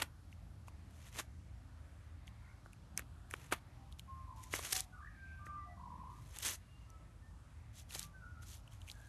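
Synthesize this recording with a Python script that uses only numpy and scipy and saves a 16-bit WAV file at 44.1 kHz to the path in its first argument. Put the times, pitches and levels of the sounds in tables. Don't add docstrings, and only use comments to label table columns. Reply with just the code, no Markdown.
import sys
import numpy as np
from scipy import signal
from scipy.fft import rfft, irfft, next_fast_len
from scipy.io import wavfile
from scipy.ndimage import uniform_filter1d

SR = 44100
rng = np.random.default_rng(int(sys.argv[2]) if len(sys.argv) > 2 else 0)


def master_out(mix):
    frames = np.transpose(np.atleast_2d(mix))
    ceiling = np.clip(frames, -1, 1)
    pcm = np.round(ceiling * 32767).astype(np.int16)
    wavfile.write(sys.argv[1], SR, pcm)


N = 400816

# t/s, ring f/Hz, ring peak/dB, treble crack peak/dB
CREASE_SNAPS = [(0.0215, 3200, -27, -26), (0.327, 2440, -48, -75), (0.681, 1170, -49, -58),
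                (0.683, 2320, -50.5, -51), (2.278, 2730, -43.5, -65), (2.66, 1280, -47.5, -77),
                (2.732, 2700, -52, -51), (2.976, 2200, -35.5, -20), (2.9935, 1700, -33, -32.5),
                (3.311, 2030, -40, -34), (3.339, 1690, -27, -38), (3.524, 1120, -24, -27.5),
                (3.925, 3600, -47, -53), (3.995, 3200, -39, -40), (4.438, 2070, -54, -39),
                (4.538, 1490, -24, -51), (4.592, 925, -42.5, -55), (4.729, 5030, -20.5, -16),
                (4.806, 6250, -25, -25.5), (5.467, 1670, -41, -70), (6.387, 2400, -48, -28),
                (6.902, 5500, -55, -53), (7.908, 3240, -43.5, -43), (7.93, 3480, -45, -51),
                (7.949, 4160, -32.5, -54), (7.956, 730, -53.5, -60), (7.994, 4400, -34, -27.5),
                (8.029, 4660, -38.5, -34), (8.431, 1390, -55, -61), (8.677, 2870, -52, -58),
                (8.722, 3240, -56.5, -66), (8.817, 3200, -48, -52.5), (8.878, 2470, -47, -56),
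                (8.887, 2360, -43, -52), (8.899, 3030, -35.5, -55), (8.915, 4700, -38.5, -39)]
# t/s, level/dB
JAW_PULLS = [
    [(0, -50.5), (.012, -60), (.022, -37), (.028, -42), (.034, -57), (.06, -82)],
    [(.9, -76.5), (1.04, -67), (1.072, -60), (1.11, -73.5), (1.155, -56), (1.184, -50), (1.189, -42),
     (1.204, -42.5), (1.21, -58), (1.235, -73)],
    [(2.975, -59), (3.035, -80)],
    [(3.29, -84), (3.33, -69), (3.45, -65.5), (3.51, -75)],
    [(3.51, -62), (3.521, -49.5), (3.526, -36.5), (3.54, -49), (3.545, -64), (3.59, -72)],
    [(4.36, -69), (4.5, -68), (4.525, -53), (4.536, -42), (4.58, -47.5), (4.624, -52.5), (4.65, -44.5),
     (4.705, -54)],
    [(4.705, -48), (4.72, -44.5), (4.727, -33), (4.732, -29), (4.735, -53), (4.748, -50), (4.751, -38),
     (4.756, -38), (4.759, -44), (4.764, -32.5), (4.773, -41.5), (4.783, -42.5), (4.806, -43.5),
     (4.812, -58), (4.85, -64.5)],
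    [(6.1, -76), (6.3, -70), (6.35, -60), (6.372, -52.5), (6.378, -68), (6.41, -53)],
    [(6.41, -65), (6.428, -42), (6.446, -47), (6.45, -37.5), (6.482, -37), (6.515, -44.5), (6.558, -52.5),
     (6.568, -72)],
    [(7.73, -73), (7.778, -58), (7.81, -61.5), (7.835, -77)],
    [(7.885, -70), (7.94, -52), (7.95, -43), (7.975, -58), (7.995, -50.5), (8.028, -57), (8.04, -53.5),
     (8.1, -82)],
    [(8.41, -79), (8.43, -57.5), (8.45, -71), (8.465, -64), (8.522, -55), (8.545, -56.5), (8.61, -77.5)],
    [(8.705, -83), (8.73, -66), (8.785, -80), (8.85, -75), (8.9, -75), (8.95, -72.5), (9.09, -70)],
]
THUD_GAINS_DB = [5, -3, 8, 0.5, 4.5, -7, -14, -5, -11.5, -24, -11, -33, -7]
# f/Hz, level/dB
RIP_SPECTRUM = [(1100, -14.5), (2000, -3), (2700, -1.5), (3400, 2), (4900, -1), (6400, 3.5), (8500, -1.5),
                (12000, -0.5), (14000, -16)]
# t/s, length/s, f/Hz, level/dB
CLEAR_NOTES = [(3.765, 0.091, 791, -66.5), (4.076, 0.082, 1073, -54), (4.14, .11, 1194, -68.5),
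               (4.165, 0.1, 1058, -58), (4.29, 0.15, 893, -65), (4.718, 0.11, 754, -53),
               (4.923, 0.044, 1460, -56), (5.164, 0.24, 1569, -54), (5.324, 0.24, 1565, -61.5),
               (5.56, 0.23, 1975, -68.5), (6.09, 0.11, 1197, -62.5), (6.596, 0.29, 2800, -73.5),
               (6.869, 0.145, 1304, -63.5), (7.214, 0.092, 1805, -68.5), (8.01, 0.11, 1170, -64.5),
               (8.131, 0.067, 1531, -61.5), (8.21, 0.1, 1446, -55.5), (8.359, .1, 1401, -64.5),
               (8.348, 0.071, 1297, -62)]
# t/s, length/s, f/Hz, level/dB, throb f/Hz, throb depth/dB
HOARSE_NOTES = [(2.406, 0.16, 1433, -73, 60.5, 7.5), (2.43, 0.1, 2070, -71.5, 70.6, 7),
                (4.267, 0.091, 1036, -54, 70, 4.5), (4.361, .075, 1020, -58, 70, 3.5),
                (4.921, 0.15, 1230, -59, 76, 7), (5.001, 0.64, 2386, -76.5, 119.5, 8.5),
                (5.01, 0.093, 1713, -56.5, 66.3, 7), (5.382, 0.315, 1188, -52.5, 88.2, 4),
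                (5.652, 0.11, 709, -60, 82, 4.5), (5.76, 0.4, 1003, -55, 56.2, 8.5),
                (8.198, 0.13, 1354, -66.5, 47.5, 5), (8.928, 0.16, 1640, -65.5, 56, 5.5)]
# f/Hz, level/dB
TRAFFIC_SPECTRUM = [(25, -22), (38, -8.5), (79, -2), (194, -17), (239, -21.5), (280, -21.5), (426, -34.5),
                    (615, -29), (1180, -30.5), (1500, -34), (2970, -41.5), (11600, -49), (13200, -56.5)]
# f/Hz, width/Hz, rms level/dB
MOTOR_ORDERS = [(78, 11, -62.5), (110, 14, -65.5)]


def crease_snaps(rise_s=.0004, decay_s=.0011, knock_db_per_octave=-22.5):
    out, t = np.zeros(N), np.arange(-256, 768) / SR
    falloff = abs(t) / np.where(t < 0, rise_s, decay_s)
    for start_s, hz, ring_db, crack_db in CREASE_SNAPS:
        push = np.exp(-falloff * (hz / 2000) ** .32)
        jolt = rng.standard_normal(len(t)) * push
        spread = max(1.367 + .016 * (ring_db + 40), 1.05)
        ring = band(band(jolt, hz / spread, hz * spread), hz / spread, hz * spread)
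        crack = band(band(jolt * push, 5660, 12300), 5660, 12300)
        knock = band(jolt, 226, 764)
        knock_db = ring_db + 3 + knock_db_per_octave * np.log2(hz / 1000)
        for part, db in (ring, ring_db), (crack, crack_db), (knock, knock_db):
            add(out, start_s + t[0], undb(db) * part / abs(part).max())
    return out


def fibre_rips():
    rip_env, thud_env, t = np.zeros(N), np.zeros(N), np.arange(N) / SR
    for pull, thud_db in zip(JAW_PULLS, THUD_GAINS_DB):
        times_s, db = np.transpose(pull)
        force = undb(np.interp(t, times_s, db, left=-200, right=-200))
        rip_env += force
        thud_env += undb(thud_db) * force
    for start_s, _, ring_db, crack_db in CREASE_SNAPS:
        crinkle_db = min(max(ring_db, crack_db), -42) - 25
        add(rip_env, start_s - .02, undb(crinkle_db) * swell(.051, rise=.31, edge=3.4))
    fibres = rng.standard_normal(N) * undb(2.6 * rng.exponential(size=N))
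    fibres *= undb(2.3 * walk(900))
    rasp = wander_bands(colour(fibres, RIP_SPECTRUM), 1024, lambda hz: 2.5 * walk(450))
    thud = band(fibres, 200, 3000)
    return rip_env * level(rasp, 0) + thud_env * level(thud, 0)


def songbird(sag_above_hz=1250, far_below_db=-62):
    out, wobble, flicker, jitter = np.zeros(N), walk(60), walk(24.88), walk(250)
    notes = [(*note, 0, 0) for note in CLEAR_NOTES] + list(HOARSE_NOTES)
    for start_s, length_s, mean_hz, db, throb_hz, throb_db in notes:
        arch = swell(length_s, rise=.46, edge=.73)
        i = int(mean_hz * 37) + np.arange(len(arch))
        sags = throb_db == 0 and mean_hz > sag_above_hz and db > far_below_db
        glide = np.linspace(1.008, .992, len(arch)) if sags else 1
        blur = .000863 * throb_db ** 2 + .0007 * max(far_below_db - db, 0)
        pitch_hz = mean_hz * glide * (1 + .0048 * wobble[i] + blur * jitter[i])
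        beat_hz = throb_hz * (1 + .037 * throb_db * wobble[2 * i])
        note_db = db + throb_db * np.cos(phase(beat_hz)) + 2.8 * flicker[i]
        add(out, start_s, undb(note_db) * arch * np.sin(phase(pitch_hz)))
    return out


def traffic(rms_db=-56.5, steadier_above_hz=2350):
    def drift_db(hz):
        return (1.22 * walk(1.48) + 2.57 * walk(9)) * (.4 if hz > steadier_above_hz else 1)

    rumble = level(colour(rng.standard_normal(N), TRAFFIC_SPECTRUM), rms_db)
    return wander_bands(rumble, 16, drift_db)


def motor(tone_hz=52.8, tone_rms_db=-62):
    tone = np.sin(phase(tone_hz * (1 + .01 * walk(1.516))))
    out = level(tone * undb(walk(2.7)), tone_rms_db)
    bins_hz = np.arange(N // 2 + 1) * SR / N
    for hz, width_hz, rms_db in MOTOR_ORDERS:
        peak = 1 / (1 + (2 * (bins_hz - hz) / width_hz) ** 2)
        out += level(irfft(rfft(rng.standard_normal(N)) * peak, N), rms_db)
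    return out


def undb(db):
    return 10 ** (np.asarray(db) / 20)


def level(x, rms_db):
    return x * undb(rms_db) / np.sqrt(np.mean(x ** 2))


def phase(hz):
    return 2 * np.pi * np.cumsum(hz) / SR


def add(out, start_s, x):
    i = max(int(start_s * SR), 0)
    out[i:i + len(x)] += x[:N - i]


def band(x, lo_hz, hi_hz):
    return signal.sosfilt(signal.butter(2, [lo_hz, hi_hz], "band", fs=SR, output="sos"), x)


def colour(x, points):
    hz, db = np.transpose(points)
    bins_hz = np.arange(len(x) // 2 + 1) * SR / len(x) + 1
    return irfft(rfft(x) * undb(np.interp(np.log(bins_hz), np.log(hz), db)), len(x))


def walk(rate_hz):
    hold = int(SR / rate_hz)
    steps = np.repeat(rng.standard_normal(N // hold + 1), hold)
    return 1.2 * uniform_filter1d(uniform_filter1d(steps, hold), hold)[:N]


def swell(length_s, rise, edge):
    u = np.arange(int(length_s * SR)) / (length_s * SR)
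    return np.sin(np.pi / 2 * np.minimum(u / rise, (1 - u) / (1 - rise))) ** edge


def wander_bands(x, lowest_hz, gain_db):
    out, size = np.zeros(N), next_fast_len(N, True)
    spectrum = rfft(x, size)
    octaves = np.log2(np.arange(size // 2 + 1) * SR / size + 1)
    for centre in np.arange(np.log2(lowest_hz), 14.2, .5):
        triangle = np.clip(1 - 2 * abs(octaves - centre), 0, 1)
        out += irfft(spectrum * triangle, size)[:N] * undb(gain_db(2 ** centre))
    return out


def with_tail(x, t60_s, tail_db):
    t = np.arange(SR // 2) / SR
    echo = rng.standard_normal(len(t)) * np.exp(-np.log(1000) * t / t60_s)
    echo *= undb(tail_db) / np.sqrt(np.sum(echo ** 2))
    return x + signal.fftconvolve(x, echo)[:N]


def scene():
    paper = crease_snaps() + with_tail(fibre_rips(), t60_s=.14, tail_db=-14)
    bird = with_tail(songbird(), t60_s=.55, tail_db=-3.5)
    return (paper + bird + traffic() + motor())[None]


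def record(dry, low_cut_hz=42, high_cut_hz=12500):
    dry = signal.sosfilt(signal.butter(4, low_cut_hz, "high", fs=SR, output="sos"), dry)
    return signal.sosfilt(signal.ellip(8, .2, 60, high_cut_hz, fs=SR, output="sos"), dry)


dry = scene()
out = record(dry)
master_out(out)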